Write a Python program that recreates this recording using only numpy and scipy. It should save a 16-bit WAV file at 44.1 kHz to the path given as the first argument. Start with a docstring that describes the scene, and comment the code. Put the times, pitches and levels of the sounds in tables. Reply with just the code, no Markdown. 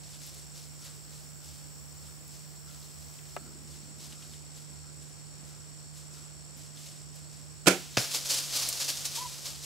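"""A coyote trots over dry leaves in summer woods, each paw setting off a burst of tiny fractures.
Insects sing, a far machine hums, faint calls carry through the trees, and a camera's zoom clicks and
purrs. A bow fires close on the right, its string and frame ringing in their modes, and the arrow
smacks into the ground. The coyote bolts through the litter with one short, quavering yelp.
Trunks and foliage scatter the sound into a thin reverberant tail."""
import sys
import numpy as np
from scipy import signal
from scipy.fft import rfft, irfft, next_fast_len
from scipy.io import wavfile
from scipy.ndimage import map_coordinates

SR = 44100
rng = np.random.default_rng(int(sys.argv[2]) if len(sys.argv) > 2 else 0)


def master_out(mix):
    """Clip the mix to full scale and print it as 16-bit PCM to the path in sys.argv[1]."""
    frames = np.transpose(np.atleast_2d(mix))
    ceiling = np.clip(frames, -1, 1)
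    pcm = np.round(ceiling * 32767).astype(np.int16)
    wavfile.write(sys.argv[1], SR, pcm)


N = 425549
TIME = np.arange(N) / SR
AFTER = TIME[:SR // 2]  # seconds since the onset of a short event


def amp(db):
    """Decibels to amplitude ratio."""
    return np.exp(np.asarray(db) * np.log(10) / 20)


def unit(x):
    """Scale to rms 1."""
    return x / np.sqrt(np.mean(x ** 2) + 1e-20)


def along(points, hz):
    """Interpolate (Hz, value) points on a logarithmic frequency axis."""
    freqs, values = np.transpose(points)
    return np.interp(np.log(hz + 1), np.log(freqs + 1), values)


def curve(rows, outside=None):
    """Interpolate (seconds, value) points at every sample."""
    times, values = np.transpose(rows)
    return np.interp(TIME, times, values, outside, outside)


def level(rows):
    """Gain from (seconds, dB) points, silent outside their span."""
    return amp(curve(rows, -200))


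def wobble(rate, step=32):
    """Smooth random modulation with `rate` knots a second."""
    coarse = TIME[::step]
    knots = rng.standard_normal(int(N * rate / SR) + 4)
    return np.interp(TIME, coarse, map_coordinates(knots, [coarse * rate]))


def swell(start, rise, decay, hold=0):
    """Envelope with a smooth rise, a hold and an exponential decay, all in seconds."""
    age = np.maximum(TIME - start, 0)
    attack = np.sin(np.pi / 2 * np.minimum(age / rise, 1)) ** 2
    return attack * np.exp(-np.maximum(age - rise - hold, 0) / decay)


def filtered(x, response):
    """Zero-phase filter whose gain is a function of frequency."""
    size = next_fast_len(N + 8192)
    return irfft(rfft(x, size) * response(np.fft.rfftfreq(size, 1 / SR)), size)[..., :N]


def coloured(x, spectrum, size=2048):
    """Minimum-phase filter of unit energy, shaped by (Hz, dB) points."""
    magnitude = amp(along(spectrum, np.fft.rfftfreq(size, 1 / SR)))
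    cepstrum = irfft(np.log(magnitude + 1e-6))
    cepstrum[1:size // 2] *= 2
    cepstrum[size // 2 + 1:] = 0
    kernel = irfft(np.exp(rfft(cepstrum)))
    return signal.oaconvolve(x, kernel[None] / np.linalg.norm(kernel), axes=1)[:, :N]


def pan(db):
    """Channel gains for a left-minus-right level difference."""
    half = np.atleast_1d(db) / 2
    gains = np.array([amp(half), amp(-half)])
    return gains / gains.mean(0)


def spread(pair, width):
    """Mid and side signals to left and right."""
    return np.array([pair[0] + width * pair[1], pair[0] - width * pair[1]])


def widened(pair, widths):
    """Mid and side to left and right, with a width that depends on frequency."""
    side = filtered(pair[1], lambda hz: along(widths, hz))
    return spread([pair[0], side], 0.96)


def noise(width):
    """White stereo noise."""
    return spread(rng.standard_normal((2, N)), width)


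def crackle(rate, scatter_db, width):
    """Poisson impulses of uneven size, `rate` a second in each of mid and side."""
    sizes = amp(scatter_db * np.clip(rng.standard_normal((2, N)), -2, 2))
    signs = rng.choice([-1, 1], (2, N))
    occurs = rng.random((2, N)) < rate / SR
    return spread(unit(sizes * signs * occurs), width)


def phase_of(hz):
    """Phase in radians, the time integral of frequency."""
    return 2 * np.pi * np.cumsum(hz) / SR


def ring(hz, t60, phase=0):
    """A damped mode that falls 60 dB in t60 seconds."""
    return np.sin(2 * np.pi * hz * AFTER + phase) * np.exp(-np.log(1000) * AFTER / t60)


def add(track, start, sound):
    """Superpose a sound from `start` seconds."""
    part = track[..., max(round(start * SR), 0):][..., :sound.shape[-1]]
    part += sound[..., :part.shape[-1]]


def insect_chorus():
    """Many insects sum incoherently to a steady band of high noise."""
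    # Each row: frequency in Hz, relative spectral density in dB.
    spectrum = [(3000, -46.5), (4400, -15), (5400, -7.5), (5700, -15), (6100, -31.5), (6600, -11.5),
                (7100, -2.5), (7500, -0.5), (7780, 0), (8150, -2.5), (8700, -9.5), (9600, -23.5),
                (11000, -46)]
    band = coloured(noise(0.52), spectrum)
    return band * amp(-55 - 0.03 * wobble(1.26) + 0.93 * wobble(110)) * pan(-2.5)


def triller():
    """Amplitude modulation cuts one insect's shrill, jittering tone into even pulses."""
    pulses = np.clip(np.sin(phase_of(21 + .4 * wobble(3))) + .3, 0, 1)
    return amp(-55) * pulses * np.sin(phase_of(7800 + 220 * wobble(900))) * pan(-5)


def cricket():
    """Stridulation: each wing stroke slows as it closes, so its pitch falls."""
    strokes = np.cumsum(71 + .4 * wobble(3)) / SR
    from_middle = strokes % 1 - .5
    tone = np.sin(phase_of(5600 - 1100 * from_middle + 60 * wobble(600)))
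    sounding = np.floor(strokes) % 12 > 0  # every twelfth stroke is silent
    chirps = np.exp(-(from_middle / .19) ** 2) * sounding
    return amp(-52 + 0.99 * wobble(30)) * chirps * tone * pan(9.9)


def faint_insect():
    """A narrow band of noise, modulated in amplitude, swells about twice a second."""
    surge = amp(2.9 * np.sin(2 * np.pi * 2.1 * TIME + wobble(0.75)))
    band = coloured(noise(0.27), [(3700, -47), (4200, -6), (4400, -3), (4650, -8), (5200, -47)])
    return amp(-70.5) * surge * band * pan(5)


def air():
    """Air in the crowns makes a diffuse field, joined by a fine hiss and a draught's rumble."""
    # Each row: frequency in Hz, relative spectral density in dB.
    spectrum = [(20, -35), (35, -5), (50, -3.5), (70, 5), (130, 2), (320, -1), (450, -4.5), (620, -5.5),
                (1000, -9), (1400, -10), (2000, -12), (4000, -13.5), (10000, -18), (15500, -23)]
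    # Each row: time in seconds, hiss level in dB.
    hiss_levels = [(0, -66), (1.2, -61), (3.2, -60.5), (4.2, -71), (6.3, -76), (9.65, -71)]
    mid, side = coloured(rng.standard_normal((2, N)), spectrum)
    # diffuse sound is alike at both microphone ports in the bass and unrelated higher up
    side = signal.sosfilt(signal.butter(1, 380, "high", fs=SR, output="sos"), side)
    crowns = spread([mid, side], 0.89) * amp(-57 + 0.48 * wobble(11))
    hiss = coloured(noise(0.41), [(3000, -23), (8000, -13), (11000, -5), (15500, -1)])
    # the draught rumbles at each port on its own
    draught = coloured(rng.standard_normal((2, N)), [(20, 0), (40, -4), (80, -22), (300, -72)])
    return crowns + hiss * level(hiss_levels) + amp(-74) * draught


def far_machine():
    """A drone of three low partials, each wandering in amplitude and phase."""
    # Each row: frequency in Hz, relative level in dB, left minus right in dB,
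    # phase lag on the right in radians, unsteadiness from 0 to 1.
    partials = [(76, -66.5, -0.5, 0.5, .8), (107, -75.5, -6, 0.5, 0.9), (149.9, -50, -8, 2.56, 0.08)]
    # The drone shifts right as the camera turns. Each row: time in seconds, added left minus right in dB.
    turn = [(2.5, .3), (5, -1.6)]
    out = np.zeros((2, N))
    for hz, db, side_db, lag, unsteady in partials:
        tone = (1 + unsteady * (wobble(14) + 1j * wobble(14))) * np.exp(2j * np.pi * hz * TIME)
        out += amp(db + 3.5) * pan(side_db + curve(turn)) * np.real([tone, tone * np.exp(-1j * lag)])
    return out


def footfalls(rows, rise):
    """Joint envelope of (start, dB, decay) steps: incoherent sounds add in power."""
    power = np.zeros(N)
    press = np.sin(np.pi / 2 * np.minimum(AFTER / rise, 1)) ** 2
    for start, db, decay in rows:
        settle = np.exp(-np.maximum(AFTER - rise, 0) / decay)
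        add(power, start, (amp(db) * press * settle) ** 2)
    return np.sqrt(power)


def leaf_litter():
    """Brittle fracture: paws crush dry leaves in dense bursts, with a few separate cracks."""
    # Paws at a trot. Each row: start in seconds, level in dB.
    steps = [(0, -57.0), (0.071, -55.5), (0.17, -49.5), (0.301, -55.5), (0.503, -53.0), (0.771, -51.5),
             (1.072, -56.0), (1.393, -52.5), (1.982, -60.0), (2.271, -57.0), (2.628, -56.0), (2.751, -56.0),
             (2.953, -58.5), (3.067, -60.0), (3.236, -57.5), (3.643, -54.0), (3.953, -50.5), (4.059, -57.5),
             (4.157, -56.0), (4.245, -56.5), (4.501, -56.5), (4.963, -62.5), (5.416, -58.5), (5.902, -57.5),
             (6.08, -56.5), (6.528, -55.5), (6.717, -52.5), (6.8, -52.5), (7.088, -58.5), (7.262, -58.0)]
    # Paws in full flight. Each row: start in seconds, level in dB, decay in seconds.
    bounds = [(7.972, -33.5, 0.073), (8.097, -36.5, 0.035), (8.13, -31, 0.03), (8.239, -37, 0.057),
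              (8.284, -29, 0.064), (8.361, -34, 0.018), (8.515, -34, 0.082), (8.543, -32.5, 0.067),
              (8.601, -37.5, 0.067), (8.783, -33.5, 0.037), (8.867, -31.5, 0.031), (9.034, -37, 0.012),
              (9.137, -35, 0.05), (9.436, -38.5, 0.053), (9.615, -44, 0.041)]
    # Leaves kicked up between bounds. Each row: time in seconds, level in dB.
    churn = [(7.98, -46.8), (8.7, -38.8), (9.66, -50.2)]
    # Crushed litter, then single leaves. Each row: frequency in Hz, relative spectral density in dB.
    crush_spectrum = [(180, -25), (300, -11.5), (391, -20), (535, -10), (821, -14.5), (1260, -13.5),
                      (1460, -15), (1750, -15), (4800, -2), (7140, -4.3), (8280, -7.5), (12500, -13),
                      (15500, -21.5)]
    crack_spectrum = [(2000, -22), (3200, -3), (6000, -9), (11500, -1), (15500, -18)]
    # Each row: frequency in Hz, relative stereo width.
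    widths = [(300, .22), (900, 0.34), (3000, 0.24), (12000, 0.22)]
    settle_s = 0.1
    trot = footfalls([(start, db, settle_s) for start, db in steps], rise=0.078)
    trot = trot * amp(1.3 * wobble(45)) * pan(-1.5)
    flight = np.hypot(footfalls(bounds, rise=0.025), level(churn))
    flight = flight * amp(.9 * wobble(70)) * pan(-.8)
    crush = widened(trot * crackle(2000, 3, .8) + flight * crackle(6000, 3.7, .95), widths)
    cracks = (amp(-12) * trot + amp(-18) * flight) * crackle(110, 3.7, .3)
    return coloured(crush, crush_spectrum) + coloured(cracks, crack_spectrum)


def twigs():
    """Each twig fractures in a decaying burst of noise around its own pitch."""
    # Each row: start in seconds, initial level in dB, pitch in Hz, decay in seconds.
    snaps = [(.033, -50, 4500, .008), (.135, -52, 3800, .02), (.233, -47, 6000, .008),
             (0.265, -41, 13000, .002), (.292, -48, 13000, .002), (.346, -49, 12500, .002),
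             (.577, -48, 7000, .008), (0.849, -57, 1700, .04), (2.278, -45, 11000, .003),
             (3.189, -51, 2400, .005), (3.254, -52, 2500, .005), (4.123, -47.5, 3400, .012),
             (4.224, -49.5, 3200, 0.012), (4.335, -52, 3300, .015), (6.57, -54, 11000, .015),
             (6.771, -50, 3500, 0.018), (6.863, -48, 4500, .012), (7.158, -50, 12000, .003),
             (7.191, -53, 12000, .003), (8.342, -29, 8000, 0.0054), (8.688, -25, 9000, 0.0073),
             (8.727, -28.5, 6000, 0.0047), (8.846, -30, 5500, .007), (8.972, -32, 6000, 0.0063),
             (9.053, -27.5, 6000, .012)]
    out = np.zeros((2, N))
    for start, db, hz, decay in snaps:
        band = signal.butter(1, [0.8 * hz, min(1.24 * hz, SR / 2 - 1)], "band", fs=SR, output="sos")
        burst = unit(signal.sosfilt(band, rng.standard_normal((2, len(AFTER)))))
        add(out, start, amp(db) * spread(burst, 0.25) * np.exp(-AFTER / decay))
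    return out


def far_calls():
    """Propagation through deep woods smears each call into a soft, hoarse swell."""
    # Each row: time of the peak in seconds, relative level in dB.
    calls = [(.87, -67), (1.42, -70), (2.08, -69), (2.7, -66.5), (3.45, -64.5), (4.2, -67), (4.88, -69),
             (5.55, -68), (6.2, -68)]
    envelope = np.zeros(N)
    for peak, db in calls:
        add(envelope, peak - .2, amp(db) * np.exp(-((AFTER - .2) / .085) ** 2))
    voice = coloured(noise(.5), [(800, -41), (1150, -6), (1370, 5), (1600, -8), (2200, -36)])
    return amp(0.5) * envelope * voice


def zoom():
    """The zoom lever's impact excites the camera body's modes; the lens motor purrs for a second."""
    # The motor. Each row: frequency in Hz, relative spectral density in dB.
    purr_spectrum = [(120, -35), (190, -7), (228, 1), (270, -5.5), (350, -5), (480, -15), (900, -37),
                     (3000, -70)]
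    # Each row: time in seconds, motor level in dB.
    purr_levels = [(3.36, -74), (3.42, -57.5), (3.9, -62), (4.3, -65), (4.45, -86)]
    # Each row: frequency in Hz, relative level in dB, T60 in seconds, left minus right in dB.
    body_modes = [(385, -7, 0.1, -9), (598, 0.5, 0.047, 15), (690, 1, 0.042, 9), (850, -3, .03, 6),
                  (1140, -2, 0.035, 0), (1310, -0.5, 0.049, -5), (1550, -6, 0.028, 0), (1700, -5, .035, -8),
                  (2050, -6, 0.032, 4), (2450, -8, .03, 0), (2750, -9, .03, 0)]
    # The lever's plastic rattle. Each row: frequency in Hz, relative spectral density in dB.
    clack_spectrum = [(250, -25), (600, -1), (1400, 0), (2500, -6), (7000, -32)]
    click_s = 3.3652
    out = coloured(noise(0.42), purr_spectrum) * level(purr_levels)
    for hz, db, t60, side_db in body_modes:
        add(out, click_s, amp(db - 35) * pan(side_db) * ring(hz, t60, rng.uniform(0, 4.3)))
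    click = rng.standard_normal(len(AFTER)) * np.exp(-AFTER / .002)
    clack = coloured(rng.standard_normal((2, N)), clack_spectrum) * np.exp(-TIME / .009)
    add(out, click_s - .0007, amp(-43) * click)
    add(out, click_s, amp(-40) * clack)
    return out


def bow():
    """Impulsive excitation: the trigger clicks, the string slams home, the frame rattles and rings."""
    # Limbs, riser and cables. Each row: frequency in Hz, relative level in dB, T60 in seconds.
    modes = [(348, 0, 0.21), (496, -7, .2), (655, -2, 0.13), (765, -11.5, 0.26), (997, -9, 0.078),
             (1396, -1, 0.12), (2255, -5.5, .12), (2330, -11, .16), (2680, -17, 0.15), (3100, -10, .12),
             (4000, -15, 0.13), (4230, -15, .14), (4870, -7, 0.13), (5800, -14, 0.14)]
    # Each row: frequency in Hz, relative spectral density in dB.
    rattle_spectrum = [(60, -40), (110, -22), (170, -13), (235, -14.5), (345, -2.5), (420, -3.5), (500, -7),
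                       (660, -7.5), (800, -11), (1200, -18), (1380, -5.5), (1850, -15.5), (2320, -10),
                       (3770, -17.5), (7500, -16), (15500, -32.5)]
    # The bow is close and large. Each row: frequency in Hz, relative stereo width.
    widths = [(60, .3), (150, .12), (400, 0.22), (1000, .42), (2500, 0.66), (15000, 0.8)]
    # Each row: frequency in Hz, left minus right in dB.
    balance = [(200, 0.5), (380, -1.5), (700, -3), (1300, -5), (2400, -10), (4400, -8), (8100, -10),
               (15000, -4)]
    slam_s, rise_s = 7.666, .007
    string_hz, harmonics_db = 92.5, [-14.5, 1, -3.5, -3, -11]
    trigger = amp(-37) * swell(7.6592, rise=0.0014, decay=.02)
    slam = amp(-19) * swell(slam_s, rise_s, decay=.0055, hold=.0125)
    fittings = amp(-30.5) * swell(slam_s, rise_s, decay=0.032, hold=0.039)
    contacts = coloured(crackle(14000, 3.6, 0.99), rattle_spectrum)
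    rattle = widened(contacts * (trigger + np.hypot(slam, fittings)), widths)
    frame = sum(amp(db) * ring(hz, t60, rng.uniform(0, 2 * np.pi)) for hz, db, t60 in modes)
    # the string swings on, its overtones beating a quick flutter
    string = sum(amp(db) * ring(string_hz * k, t60=.25) for k, db in enumerate(harmonics_db, 1))
    build_up = 1 - np.exp(-AFTER / 0.0047)
    body = np.zeros(N)
    add(body, 7.669, (amp(-19.5) * frame + amp(-22.5) * string) * build_up)
    return filtered(rattle + body, lambda hz: pan(along(balance, hz)))


def arrow_flight():
    """Flow noise: the vanes hiss until the arrow lands."""
    # Each row: time in seconds, level in dB.
    vane_levels = [(7.68, -39), (7.8, -45.5), (7.9, -51.5), (7.965, -46.5), (7.971, -42)]
    hiss = coloured(noise(0.17), [(1000, -19), (3500, -2.5), (6000, -3), (15000, -17)])
    return hiss * level(vane_levels)


def arrow_impact():
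    """Point and shaft strike the ground in a cluster of broadband cracks over a damped thud."""
    # Each row: start in seconds, relative crack level in dB, relative thud level in dB.
    strikes = [(7.9709, -14, -31), (7.9745, -16, -23), (7.9801, -24.5, -38), (7.9825, -25, -24)]
    # Each row: frequency in Hz, relative spectral density in dB.
    crack_spectrum = [(60, -25), (190, -3), (350, -12), (550, -3.5), (1100, -16), (1600, -5), (1950, -13.5),
                      (2500, -4.5), (3900, -13), (5000, -4), (8000, -18.5), (15000, -32)]
    force, thud = np.zeros(N), np.zeros(N)
    for start, crack_db, thud_db in strikes:
        add(force, start, amp(crack_db) * (np.exp(-AFTER / 0.0013) + 0.13 * np.exp(-AFTER / 0.017)))
        add(thud, start, amp(thud_db) * (0.65 * ring(132, 0.073) + 0.5 * ring(480, 0.013)))
    cracks = coloured(rng.standard_normal((2, N)) * force, crack_spectrum)
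    return widened(cracks, [(100, 0.31), (1500, .2), (6000, 0.061)]) + thud


def yelp():
    """A nearly pure cry that grows louder; jitter makes it hoarse, amplitude modulation shakes it."""
    # The pitch arches. Each row: time in seconds, frequency in Hz.
    pitch = [(9.165, 900), (9.185, 920), (9.212, 1000), (9.262, 985), (9.3, 875)]
    start, rise, hold = 9.165, 0.017, .083  # seconds
    quaver_hz, growth_db_per_s = 26.1, 45
    phase = phase_of(curve(pitch) * (1 + .022 * wobble(260)))
    age = np.clip(TIME - start, 0, rise + hold)
    quaver_db = 2.8 * np.cos(2 * np.pi * quaver_hz * (age - rise))
    effort_db = -43 + growth_db_per_s * age + quaver_db + 1.7 * wobble(150)
    effort = swell(start, rise, decay=.007, hold=hold) * amp(effort_db)
    return (np.sin(phase) + amp(-24) * np.sin(2 * phase)) * effort * pan(.5)


def woods(x):
    """Scattering by trunks and foliage leaves a tail whose decay time depends on frequency."""
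    # Each row: frequency in Hz, T60 in seconds.
    decay_times = [(150, .22), (350, 0.26), (700, 0.44), (3000, 0.55), (8000, 0.22), (15000, 0.35)]
    hz, t, spectra = signal.stft(rng.standard_normal((2, SR)), SR, nperseg=256)
    decay = np.exp(-np.log(1000) * t / along(decay_times, hz)[:, None])
    tail = signal.istft(spectra * decay, SR, nperseg=256)[1]
    build_up = 1 - np.exp(-TIME[:tail.shape[1]] / 0.017)
    tail = spread(tail * build_up, 0.53)
    return signal.fftconvolve(x, tail / np.linalg.norm(tail[0]), axes=1)[:, :N]


def scene():
    """Superposition at the microphone; the shot, the coyote and the insects also reverberate."""
    # Each row: sound, level of its reverberation relative to it in dB.
    sources = [(bow() + arrow_flight(), -26.5), (arrow_impact(), -11.5),
               (leaf_litter() + twigs(), -16), (yelp(), -22),
               (insect_chorus() + triller() + cricket() + faint_insect(), -9)]
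    direct = sum(sound for sound, _ in sources)
    scattered = woods(sum(sound * amp(db) for sound, db in sources))
    return direct + scattered + zoom() + far_calls() + air() + far_machine()


def record(dry):
    """The camera filters out rumble, rounds the highest peaks by saturation and limits the band."""
    rumble_hz, top_hz = 44, 15750
    thin = signal.sosfilt(signal.butter(3, rumble_hz, "high", fs=SR, output="sos"), dry)
    rounded = thin / (1 + np.abs(thin) ** 6) ** (1 / 6)
    return filtered(rounded, lambda hz: hz < top_hz)


dry = scene()
out = record(dry)
master_out(out)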